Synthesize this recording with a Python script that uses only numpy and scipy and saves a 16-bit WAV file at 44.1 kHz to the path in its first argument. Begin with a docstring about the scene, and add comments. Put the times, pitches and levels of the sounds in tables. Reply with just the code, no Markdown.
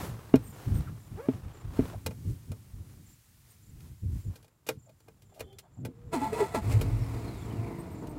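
"""A small car starts, heard from the footwell: the starter's gears grind through three compression
strokes, the engine catches, and its firings thump the cabin and sink to a low idle as the freed
starter whines down. Beforehand a shoe shuffles and squeaks on the mat and knocks on the floor pan.
Pedals and key click, and an electric part whirs briefly. Insects chirp faintly outside."""
import sys
import numpy as np
from scipy import signal
from scipy.fft import rfft, irfft, next_fast_len
from scipy.io import wavfile

SR = 44100
rng = np.random.default_rng(int(sys.argv[2]) if len(sys.argv) > 2 else 0)


def pcm_store(signal):
    """Save signal as 16-bit PCM."""
    levels = np.round(np.clip(np.atleast_2d(signal), -1, 1) * 32767)
    wavfile.write(sys.argv[1], SR, levels.astype(np.int16).T)


N = 360738
TIME = np.arange(N) / SR

# Spectrum of the shaking floor. Each row: frequency in Hz, density in dB.
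RUMBLE = [(28, -10), (45, 0), (80, 4), (100, 3.5), (140, -12)]


def from_db(db):
    return 10 ** (np.asarray(db) / 20)


def unit_rms(x):
    return x / np.sqrt(np.mean(x ** 2) + 1e-20)


def curves(rows):
    """Rows of (time in s, values ..) interpolated to one signal per value column."""
    times_s, *columns = np.transpose(rows)
    return [np.interp(TIME, times_s, column) for column in columns]


def gate(start_s, end_s, fade_s=0.01):
    """1 from start to end, with linear fades outside."""
    return np.clip((TIME - start_s) / fade_s + 1, 0, 1) * np.clip((end_s - TIME) / fade_s + 1, 0, 1)


def during(rows):
    return gate(rows[0][0], rows[-1][0])


def white():
    return rng.standard_normal(N)


def drift(rate_hz):
    """Straight lines between standard normal values, rate_hz of them a second."""
    knots = rng.standard_normal(20000)
    return np.interp(TIME * rate_hz, np.arange(len(knots)), knots)


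def coloured(x, spectrum):
    """x shaped by (Hz, dB) points, falling 24 dB per octave beyond the ends; rms 1."""
    size = next_fast_len(N)
    octave = np.log2(np.maximum(np.arange(size // 2 + 1) * SR / size, 1))
    hz, db = np.transpose(spectrum)
    beyond = np.abs(octave - np.clip(octave, np.log2(hz[0]), np.log2(hz[-1])))
    gain = from_db(np.interp(octave, np.log2(hz), db) - 24 * beyond)
    return unit_rms(irfft(rfft(x, size) * gain, size)[:N])


def resonate(x, modes):
    """x through parallel resonances (Hz, width in Hz, dB) of alternating sign; rms 1."""
    out = 0
    for k, (hz, width_hz, db) in enumerate(modes):
        r = np.exp(-np.pi * width_hz / SR)
        band = signal.lfilter([1, 0, -1], [1, -2 * r * np.cos(2 * np.pi * hz / SR), r * r], x + 1e-18)
        out = out + (-1) ** k * from_db(db) * unit_rms(band)
    return unit_rms(out)


def ring(blows, hz, t60_s):
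    """One mode: a unit blow starts a decaying sine of height 1."""
    r, w = from_db(-60 / (t60_s * SR)), 2 * np.pi * hz / SR
    return signal.lfilter([0, np.sin(w)], [1, -2 * r * np.cos(w), r * r], blows + 1e-18)


def lowpass(x, hz):
    return signal.sosfilt(signal.butter(2, hz, fs=SR, output="sos"), x)


def phase_of(hz):
    return 2 * np.pi * np.cumsum(hz) / SR


def add(out, start_s, sound):
    i = max(int(start_s * SR), 0)
    out[i:i + len(sound)] += sound[:max(N - i, 0)]


def swell(start_s, hold_s, db, attack_s, release_s):
    """Envelope that rises exponentially to its level at start_s, holds and decays."""
    age_s = TIME - start_s
    return from_db(db) * np.exp(np.minimum(age_s, 0) / attack_s
                                - np.maximum(age_s - hold_s, 0) / release_s)


def swells(rows, attack_s, release_s):
    """One envelope per level column of the events (start in s, hold in s, dB, ..)."""
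    return [sum(swell(row[0], row[1], row[k], attack_s, release_s) for row in rows)
            for k in range(2, len(rows[0]))]


def tone(rows, jitter, flutter_db, rate_hz):
    """A sine along (s, Hz, dB) points, wavering in pitch and level."""
    hz, db = curves(rows)
    level = during(rows) * from_db(db + flutter_db * drift(rate_hz))
    return level * unit_rms(np.sin(phase_of(hz * (1 + jitter * drift(rate_hz)))))


def glides(rows, jitter, flutter_db, rate_hz, glide_s=0.0224):
    """Short wavering tones, each sliding from its first pitch towards a target."""
    out, waver = 0, 1 + jitter * drift(rate_hz)
    for start_s, hold_s, first_hz, target_hz, db in rows:
        hz = target_hz + (first_hz - target_hz) * np.exp(-np.maximum(TIME - start_s, 0) / glide_s)
        level = swell(start_s, hold_s, db, attack_s=0.0058, release_s=0.012)
        out = out + level * np.sin(phase_of(hz * waver))
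    return np.sqrt(2) * out * from_db(flutter_db * drift(rate_hz))


def insects(trill_hz=7250, sweep_hz=450, pulse_hz=31, chorus_db=-85):
    """Trills of three rough falling pulses and thin, high chirps over a far chorus."""
    # Each row: start in seconds, level in dB.
    trill_events = [(0.46, -65), (0.99, -72.5), (1.53, -69.5), (3.055, -67), (3.62, -71.5), (4.2, -71),
                    (4.785, -71), (5.25, -77), (5.73, -74.5), (7.38, -67), (7.94, -70)]
    # Each row: start in seconds, length in seconds, level in dB.
    chirp_events = [(0.416, 0.12, -57.5), (0.737, 0.062, -55.5), (3.499, 0.032, -63.5), (7.777, .05, -60.5),
                    (7.903, 0.046, -64.5), (8.088, 0.037, -61)]
    trills, chirp_level = np.zeros(N), np.zeros(N)
    pulse = (np.arange(int(3 * SR / pulse_hz)) * pulse_hz / SR) % 1
    for start_s, db in trill_events:
        hz = trill_hz + sweep_hz * (0.5 - pulse) + 220 * drift(1500)[:len(pulse)]
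        add(trills, start_s, from_db(db) * 2 * np.sin(np.pi * pulse) * np.sin(phase_of(hz)))
    for start_s, length_s, db in chirp_events:
        add(chirp_level, start_s, from_db(db) * signal.windows.tukey(int(length_s * SR)))
    chorus = from_db(chorus_db + 4 * drift(30)) * resonate(white(), [(trill_hz, 250, 0)])
    return trills + chorus + chirp_level * resonate(white(), [(8500, 70, 0), (13750, 200, -2)])


def footwell(x, t60_s=0.06, wet_db=-10.5):
    """Adds dense, dull, short reflections from trim and panels."""
    age_s = np.arange(SR // 4) / SR
    tail = signal.lfilter(*signal.butter(1, [500, 6000], "band", fs=SR), rng.standard_normal(len(age_s)))
    tail *= from_db(-60 * age_s / t60_s)
    return x + from_db(wet_db) * signal.fftconvolve(x, tail / np.sqrt(np.sum(tail ** 2)))[:N]


def shuffling_feet(grain_db=2.5, restless_db=3.0):
    """Shoves sway the floor and boom in the cabin; rubbing fibres add a grainy scuff and a hiss."""
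    # Foot against floor. Each row: start and hold in seconds, sway and boom in dB.
    shoves = [(0.01, 0.092, -46, -40.5), (0.345, 0.044, -35.5, -34.5), (0.46, 0.043, -52, -46),
              (0.68, 0.11, -29.5, -29), (0.865, 0.058, -42.5, -40.5), (1.12, 0.044, -40.5, -42),
              (1.34, 0.031, -51, -38.5), (1.455, 0.016, -33, -43), (1.65, 0.093, -39, -43),
              (1.8, 0.04, -34.5, -35), (1.96, 0.016, -36.5, -45), (2.065, 0.023, -45, -36),
              (2.26, 0.063, -34, -33.5), (2.49, 0.025, -40, -36.5), (2.74, 0.093, -45, -50),
              (3.68, 0.25, -49.5, -51), (4.035, 0.13, -34.5, -38.5), (4.255, 0.044, -38, -40),
              (4.69, 0.086, -64, -49), (5.405, 0.045, -51, -49), (5.79, 0.071, -62, -38.5)]
    # Sole over mat. Each row: start and hold in seconds, scuff and hiss in dB.
    rubs = [(0.0, 0.053, -42, -49.5), (0.58, 0.23, -51.5, -60), (1.18, 0.044, -58.5, -69),
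            (1.33, 0.018, -55, -65), (1.77, 0.13, -48.5, -58.5), (2.29, .02, -71, -61),
            (2.9, 0.019, -65.5, -67), (3.08, 0.036, -84.5, -67.5), (3.5, 0.022, -71.5, -64.5),
            (3.82, 0.05, -69, -65), (4.14, 0.055, -69, -62.5), (4.335, .02, -63.5, -69)]
    # Restless legs and clothing. Each row: time in seconds, rumble, scuff and hiss in dB.
    fidget = [(0, -46.5, -53, -62.5), (1.05, -54.5, -63, -64.5), (1.6, -52.5, -55.5, -68),
              (2.1, -48, -69.5, -63), (2.85, -51, -70, -66), (3.2, -60.5, -80, -66), (4.3, -58, -75, -68.5),
              (4.5, -69, -75.5, -79), (5.1, -62, -75, -74.5), (5.7, -60.5, -73, -81),
              (6.1, -47, -66.5, -77.5)]
    # Three noise spectra. Each row: frequency in Hz, density in dB.
    cabin_spectrum = [(90, 0.5), (115, 4), (150, -2.5), (190, -8), (290, -14), (450, -27.5), (900, -59)]
    scuff_spectrum = [(300, 4), (600, -2.5), (1100, -4), (2000, -13), (4000, -19.5), (9000, -29.5)]
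    hiss_spectrum = [(600, -6), (2000, 1), (3300, -1.5), (5000, -0.5), (7700, 0.5), (10000, 0.5),
                     (15000, -0.5)]
    sway, boom = swells(shoves, attack_s=0.011, release_s=0.025)
    scuff, hiss = swells(rubs, attack_s=0.052, release_s=0.055)
    rumble_db, scuff_db, hiss_db = curves(fidget)
    rumble_db += restless_db * drift(14)
    floor = np.hypot(sway, from_db(rumble_db - 4)) * coloured(white(), RUMBLE)
    cabin = np.hypot(boom, from_db(rumble_db)) * coloured(white(), cabin_spectrum)
    grains = white() * from_db(grain_db * drift(250))
    sole = np.hypot(scuff, from_db(scuff_db)) * coloured(grains, scuff_spectrum)
    fibres = np.hypot(hiss, from_db(hiss_db)) * coloured(white(), hiss_spectrum)
    return floor + cabin + sole + fibres


def sole_drags(relative_width=0.53):
    """Each drag is a swelling rasp in one resonance of the mat."""
    # Each row: start and length in seconds, centre in Hz, level in dB.
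    drags = [(0.852, 0.063, 1270, -52), (1.923, 0.043, 686, -47.5), (4.856, 0.066, 585, -62),
             (5.068, 0.03, 890, -63), (5.31, 0.033, 710, -60.5), (5.348, 0.065, 640, -57.5),
             (5.617, 0.076, 796, -63), (5.76, 0.046, 750, -64), (5.793, 0.15, 253, -45.5)]
    out = np.zeros(N)
    for start_s, length_s, hz, db in drags:
        stroke = np.hanning(int(length_s * SR))
        mat = [(hz, relative_width * hz, 0)]
        rasp = resonate(resonate(rng.standard_normal(len(stroke)), mat), mat)
        add(out, start_s, from_db(db) * stroke * rasp)
    return out


def sole_squeak(jitter=0.0446, db_per_harmonic=-6.0):
    """The sole sticks and slips on the mat, quickening as it slides."""
    # Each row: time in seconds, pitch in Hz, level in dB.
    slide = [(1.16, 297.6, -70), (1.18, 367, -48), (1.2, 449, -40.5), (1.22, 533, -53), (1.245, 547, -47),
             (1.27, 576, -50), (1.288, 563, -75)]
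    hz, db = curves(slide)
    phase = phase_of(hz * (1 + jitter * drift(400)))
    harmonics = sum(from_db(db_per_harmonic * k) * np.sin((k + 1) * phase) for k in range(5))
    return during(slide) * from_db(db) * unit_rms(harmonics)


def heel_knocks(highpass_hz=80, rattle_db=-30.0, rattle_s=0.012):
    """A soft heel's rounded push rings the floor pan; loose trim rattles briefly."""
    # Each row: start in seconds, level in dB, contact cut-off in Hz, sign of the push.
    knocks = [(0.3396, -6, 1464, -1), (1.2854, -14.5, 690, 1), (1.7902, -13.5, 650, 1),
              (1.822, -23, 200, 1)]
    # Each row: frequency in Hz, gain in dB, t60 in seconds.
    pan_modes = [(129.7, -11, 0.15), (263, 0, 0.072), (425, -8, 0.066), (642, -15.5, 0.032),
                 (846, -19, 0.036), (1094, -17.5, 0.021), (1615, -29, .04), (2177, -23, 0.033),
                 (2840, -21, 0.043), (3870, -22, .025)]
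    push, shaken = np.zeros(N), np.zeros(N)
    for start_s, db, cutoff_hz, sign in knocks:
        contact = signal.lfilter(*signal.butter(2, cutoff_hz, fs=SR), signal.unit_impulse(SR // 20))
        add(push, start_s, sign * from_db(db) * contact)
        shaken += swell(start_s, 0, db + rattle_db, rattle_s, rattle_s) * (TIME > start_s)
    pan = sum((-1) ** k * from_db(db) * ring(push, hz, t60_s)
              for k, (hz, db, t60_s) in enumerate(pan_modes))
    rattle = shaken * coloured(white(), [(700, 0.5), (1200, -2.5), (2600, -11.5)])
    return signal.lfilter(*signal.butter(1, highpass_hz, "high", fs=SR), pan) + rattle


def clicks(body_gain_db=-3.0, thud_t60_s=0.07, rise_s=0.0017):
    """Pedals, key and starter drive: each contact is a bright snap, a dull thud and a linkage ring."""
    # Each row: start in seconds, snap and body in dB, snap t60 in seconds.
    contacts = [(0.356, -33.5, -34, 0.03), (2.0618, -26, -33, 0.033), (2.108, -55, -44.5, 0.064),
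                (2.5167, -40, -48, 0.025), (3.805, -47, -74, 0.017), (4.356, -50.5, -54, .07),
                (4.426, -57, -69, 0.051), (4.444, -58, -61.5, 0.04), (4.479, -61, -69, 0.038),
                (4.665, -46, -49, 0.19), (4.6878, -26, -26.5, 0.032), (4.892, -62, -64, .06),
                (5.002, -59, -66, 0.035), (5.082, -58, -52, 0.044), (5.219, -59, -69.5, 0.077),
                (5.34, -63.5, -67, 0.39), (5.394, -44, -50, 0.042), (5.405, -39, -37, 0.042),
                (5.527, -59, -68, 0.046), (5.5848, -40.5, -59, 0.054), (5.8494, -40, -38.5, 0.054),
                (6.811, -33, -34.5, 0.057), (8.07, -50, -60.5, 0.041)]
    # Each row: frequency in Hz, density in dB.
    snap_spectrum = [(700, -8.5), (1500, -4), (2600, 0.5), (4000, -1), (7000, -2), (11000, -2), (15000, -6)]
    # Each row: frequency in Hz, gain in dB, t60 in seconds.
    linkage_modes = [(315, -6.5, 0.13), (440, -2.5, .13), (510, -1, 0.098), (607, -3, 0.052),
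                     (872, -4, .06), (1380, -11, 0.032), (2450, -5, 0.039), (2826, -10, 0.039),
                     (5320, -13, 0.036)]
    snap, thud = np.zeros(N), np.zeros(N)
    age_s = np.arange(SR // 4) / SR
    rise = 1 - np.exp(-age_s / rise_s)
    for start_s, snap_db, body_db, t60_s in contacts:
        add(snap, start_s, from_db(snap_db - 60 * age_s / t60_s) * rise)
        add(thud, start_s, from_db(body_db + body_gain_db - 60 * age_s / thud_t60_s) * rise)
    out = snap * coloured(white() * from_db(1.2 * drift(900)), snap_spectrum)
    out += thud * coloured(white(), [(250, -2.5), (450, -7.5), (900, 0.0), (2000, -9.0)])
    starts_s, _, bodies_db, _ = np.transpose(contacts)
    scatter_db = 1.5 * rng.standard_normal((len(contacts), len(linkage_modes)))
    for k, (hz, db, t60_s) in enumerate(linkage_modes):
        blows = np.zeros(N)
        blows[(starts_s * SR).astype(int)] = from_db(bodies_db + body_gain_db + db + scatter_db[:, k])
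        out += (-1) ** k * ring(blows, hz, t60_s)
    return out


def ignition_whir():
    """After the key turns, a small electric part runs briefly; a soft hum follows until cranking."""
    # Each row: time in seconds, level in dB.
    whir_levels = [(5.18, -86), (5.24, -75), (5.38, -73), (5.43, -61), (5.53, -54.5), (5.6, -68.5),
                   (5.75, -87)]
    # Each row: frequency and width in Hz, gain in dB.
    whir_lines = [(390, 16, 0.5), (790, 20, -14), (3120, 20, -15), (3460, 25, -14)]
    # Each row: time in seconds, pitch in Hz, level in dB.
    hum_curve = [(5.85, 480, -69), (5.9, 470, -63.5), (6.12, 474, -60)]
    db, = curves(whir_levels)
    hum = tone(hum_curve, jitter=0.035, flutter_db=2.5, rate_hz=60)
    return during(whir_levels) * from_db(db) * resonate(white(), whir_lines) + hum


def belt_hum(firings, full_at_s=7.6, flutter_db=3.0):
    """A belt-driven part hums at multiples of the firing rate as the idle settles."""
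    # Each row: cycles per firing, level in dB.
    orders = [(13, -52), (26, -59), (39, -64)]
    hum = sum(from_db(db + flutter_db * drift(28)) * unit_rms(np.sin(2 * np.pi * order * firings))
              for order, db in orders)
    return gate(full_at_s, 9, fade_s=0.22) * hum


def cabin_drone():
    """A low, wavering tone fills the cabin as the engine catches, then fades."""
    # Each row: time in seconds, pitch in Hz, level in dB.
    drone = [(6.62, 100.2, -48), (6.65, 101.4, -32), (6.87, 106.2, -38.5), (7.0, 112.7, -31),
             (7.1, 113.3, -42.5), (7.62, 111, -40), (7.8, 108.9, -58), (8.18, 111, -65)]
    return tone(drone, jitter=0.0207, flutter_db=6.5, rate_hz=40)


def panels(blows, t60_s=0.23, rise_s=0.008):
    """Blows ring a dense cluster of panel modes, the same way each time."""
    age_s = np.arange(SR // 4) / SR
    envelope = from_db(-60 * age_s / t60_s) * (1 - np.exp(-age_s / rise_s))
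    return signal.fftconvolve(blows, envelope * rng.standard_normal(len(age_s)))[:N]


def engine(catch_s=6.635, uneven_db=3.0, chug_depth=0.27):
    """Each firing thumps the cabin and rings the bulkhead; intake and valve gear swell with it."""
    # Each row: time in seconds, firings per second.
    speed = [(6.6, 35.1), (6.8, 44.7), (6.95, 47.3), (7.05, 39.1), (7.2, 38), (7.35, 28.4), (7.6, 26.5),
             (7.85, 25.4), (8.18, 22.8)]
    # Flare and settling. Each row: time in seconds, boom, block and clatter in dB.
    levels = [(6.63, -29.5, -41.5, -51.5), (6.69, -26.5, -38, -49.5), (6.97, -31, -42, -53.5),
              (7.15, -38.5, -42.5, -53), (7.7, -44.5, -42, -57.5), (8.0, -49, -44.5, -61),
              (8.18, -44, -41.5, -62.5)]
    # Strength of each cylinder in firing order.
    cylinders_db = [0.17, -1.4, 0.27, 0.46]
    # Each row: frequency and width in Hz, gain in dB.
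    cabin_modes = [(46.6, 4.6, -6.5), (79, 32, -8.5), (112.3, 14, 2), (152, 28, -12.5)]
    # Bulkhead and valve gear. Each row: frequency in Hz, density in dB.
    block_spectrum = [(88, -43), (150, 2), (200, -2), (312, -2.5), (433, -9.5), (469, -7.5), (538, -17.5),
                      (669, -11), (754, -17), (985, -15.5), (1120, -22), (1370, -22.5), (1600, -31.5),
                      (2080, -33), (3520, -120)]
    clatter_spectrum = [(900, 3), (1300, -3), (1600, -8), (2200, -0.5), (3100, -12.5), (4200, -10),
                        (6000, -15.5), (7700, -12.5), (11000, -16.5), (15000, -18.5)]
    firing_hz, = curves(speed)
    boom_db, block_db, clatter_db = curves(levels)
    firings = np.cumsum(firing_hz * (1 + 0.006 * drift(20))) / SR
    index = firings.astype(int)
    scatter_db = uneven_db * rng.standard_normal(1000)[index]
    strength = from_db(np.take(cylinders_db, index, mode="wrap") + scatter_db)
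    thumps = np.diff(index, prepend=0) * strength / np.sqrt(firing_hz)
    chug = 1 + chug_depth * strength * np.sin(np.pi * firings) ** 2
    boom = unit_rms(lowpass(resonate(thumps, cabin_modes), hz=260))
    shake = coloured(chug * white(), RUMBLE)
    bulkhead = from_db(block_db - 1) * coloured(panels(thumps), block_spectrum)
    intake = from_db(block_db - 5) * coloured(chug * white(), block_spectrum)
    valves = from_db(clatter_db) * coloured(chug * white(), clatter_spectrum)
    running = from_db(boom_db - 5) * (boom + shake) + bulkhead + intake + valves
    return gate(catch_s, 9, fade_s=0.025) * running + belt_hum(firings)


def starter_coast(rasp_hz=112.5, flutter_db=2.5, gain_db=-1.5):
    """The freed starter coasts with a falling, unsteady whine that swells at each resonance."""
    # Each row: time in seconds, whine in Hz.
    whine_curve = [(6.95, 5800), (7.29, 4150), (7.64, 2360), (7.85, 1744)]
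    # Each row: frequency and width in Hz, gain in dB.
    resonances = [(5450, 260, -66), (4140, 290, -59), (3500, 250, -69), (2340, 317, -56)]
    hz, = curves(whine_curve)
    power = sum(from_db(db) ** 2 / (1 + (2 * (hz - centre_hz) / width_hz) ** 2)
                for centre_hz, width_hz, db in resonances)
    whine = unit_rms(lowpass(white(), rasp_hz) * np.sin(phase_of(hz)))
    return during(whine_curve) * np.sqrt(power) * from_db(gain_db + flutter_db * drift(45)) * whine


def gear_load(drag_db=-49, throw_out_s=6.725):
    """Tooth force: steady drag, clash and piston rebound per stroke, a rasp as the pinion leaves."""
    # Compression strokes. Each row: start in seconds, clash in dB, delay in seconds, rebound in dB.
    strokes = [(6.133, -34, 0.11, -41), (6.33, -40.5, 0.079, -36), (6.547, -34.5, 0.067, -54)]
    load = from_db(drag_db) * during(strokes)
    load += swell(throw_out_s, 0, db=-36, attack_s=0.028, release_s=0.028)
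    for start_s, clash_db, delay_s, rebound_db in strokes:
        clash = swell(start_s, 0.016, clash_db, attack_s=0.0046, release_s=0.023)
        rebound = swell(start_s + delay_s, 0, rebound_db, attack_s=0.045, release_s=0.04)
        rebound *= TIME > start_s
        load = np.sqrt(load ** 2 + clash ** 2 + rebound ** 2)
    return load


def starter(mesh_hz=181.5, ripple_db=-1.0, clash_db=2.0, chatter_db=1.3):
    """Teeth clash and rattle the housing, chopping the motor's groan and the ring gear's singing."""
    # Each row: frequency in Hz, density in dB.
    grind_spectrum = [(40, 4), (90, 10.5), (200, 9), (400, 11), (700, 5), (1000, -1), (1600, -6),
                      (2300, -2), (3100, -10.5), (4300, -9.5), (6000, -14), (7800, -8), (11000, -15),
                      (15000, -19)]
    # Each row: frequency and width in Hz, gain in dB.
    housing_modes = [(673, 50, 3), (975, 80, 1.5), (1213, 33, -6.5), (1339, 21, -3), (1686, 44, -12),
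                     (1970, 34, -6.5), (2180, 23, -10), (2570, 13, -12.5), (3470, 24, -16),
                     (4150, 44, -15.5)]
    # Tones under load. Each row: start and hold in seconds, first and target pitch in Hz, level in dB.
    motor_groans = [(6.137, 0.051, 439.7, 214, -32), (6.218, 0.021, 263, 290, -34),
                    (6.255, 0.06, 230, 212, -42), (6.329, 0.008, 429, 445, -29.5),
                    (6.365, 0.014, 439, 422, -36), (6.407, 0.02, 442.3, 385, -22.5),
                    (6.548, 0.042, 468.3, 165, -33.5)]
    gear_rings = [(6.144, 0.033, 992, 834, -37), (6.222, 0.049, 856, 884, -32),
                  (6.36, 0.053, 960, 965, -40.5), (6.415, 0.035, 854, 886, -36.5),
                  (6.563, 0.022, 875, 856, -37)]
    mesh = np.sin(phase_of(mesh_hz * (1 + 0.08 * drift(25))))
    teeth = from_db(ripple_db * mesh + clash_db * drift(700))
    grind = coloured(teeth * white(), grind_spectrum)
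    housing = resonate(teeth * white(), housing_modes) * gate(6.1, 6.6, fade_s=0.046)
    groan = glides(motor_groans, jitter=0.029, flutter_db=1.6, rate_hz=300)
    sing = glides(gear_rings, jitter=0.00696, flutter_db=1.5, rate_hz=250)
    return gear_load() * (grind + housing) + from_db(chatter_db * mesh) * (groan + sing)


def scene():
    """Mono mix; knocks, clicks, squeak and drags get the footwell's reflections."""
    near = footwell(heel_knocks() + clicks() + sole_squeak() + sole_drags()) + shuffling_feet()
    car = ignition_whir() + starter() + engine() + cabin_drone() + starter_coast()
    return (near + car + insects())[None]


def record(dry, cutoff_hz=15800):
    """A steep low-pass cuts the top."""
    return signal.sosfilt(signal.ellip(10, 0.2, 80, cutoff_hz, fs=SR, output="sos"), dry)


dry = scene()
out = record(dry)
pcm_store(out)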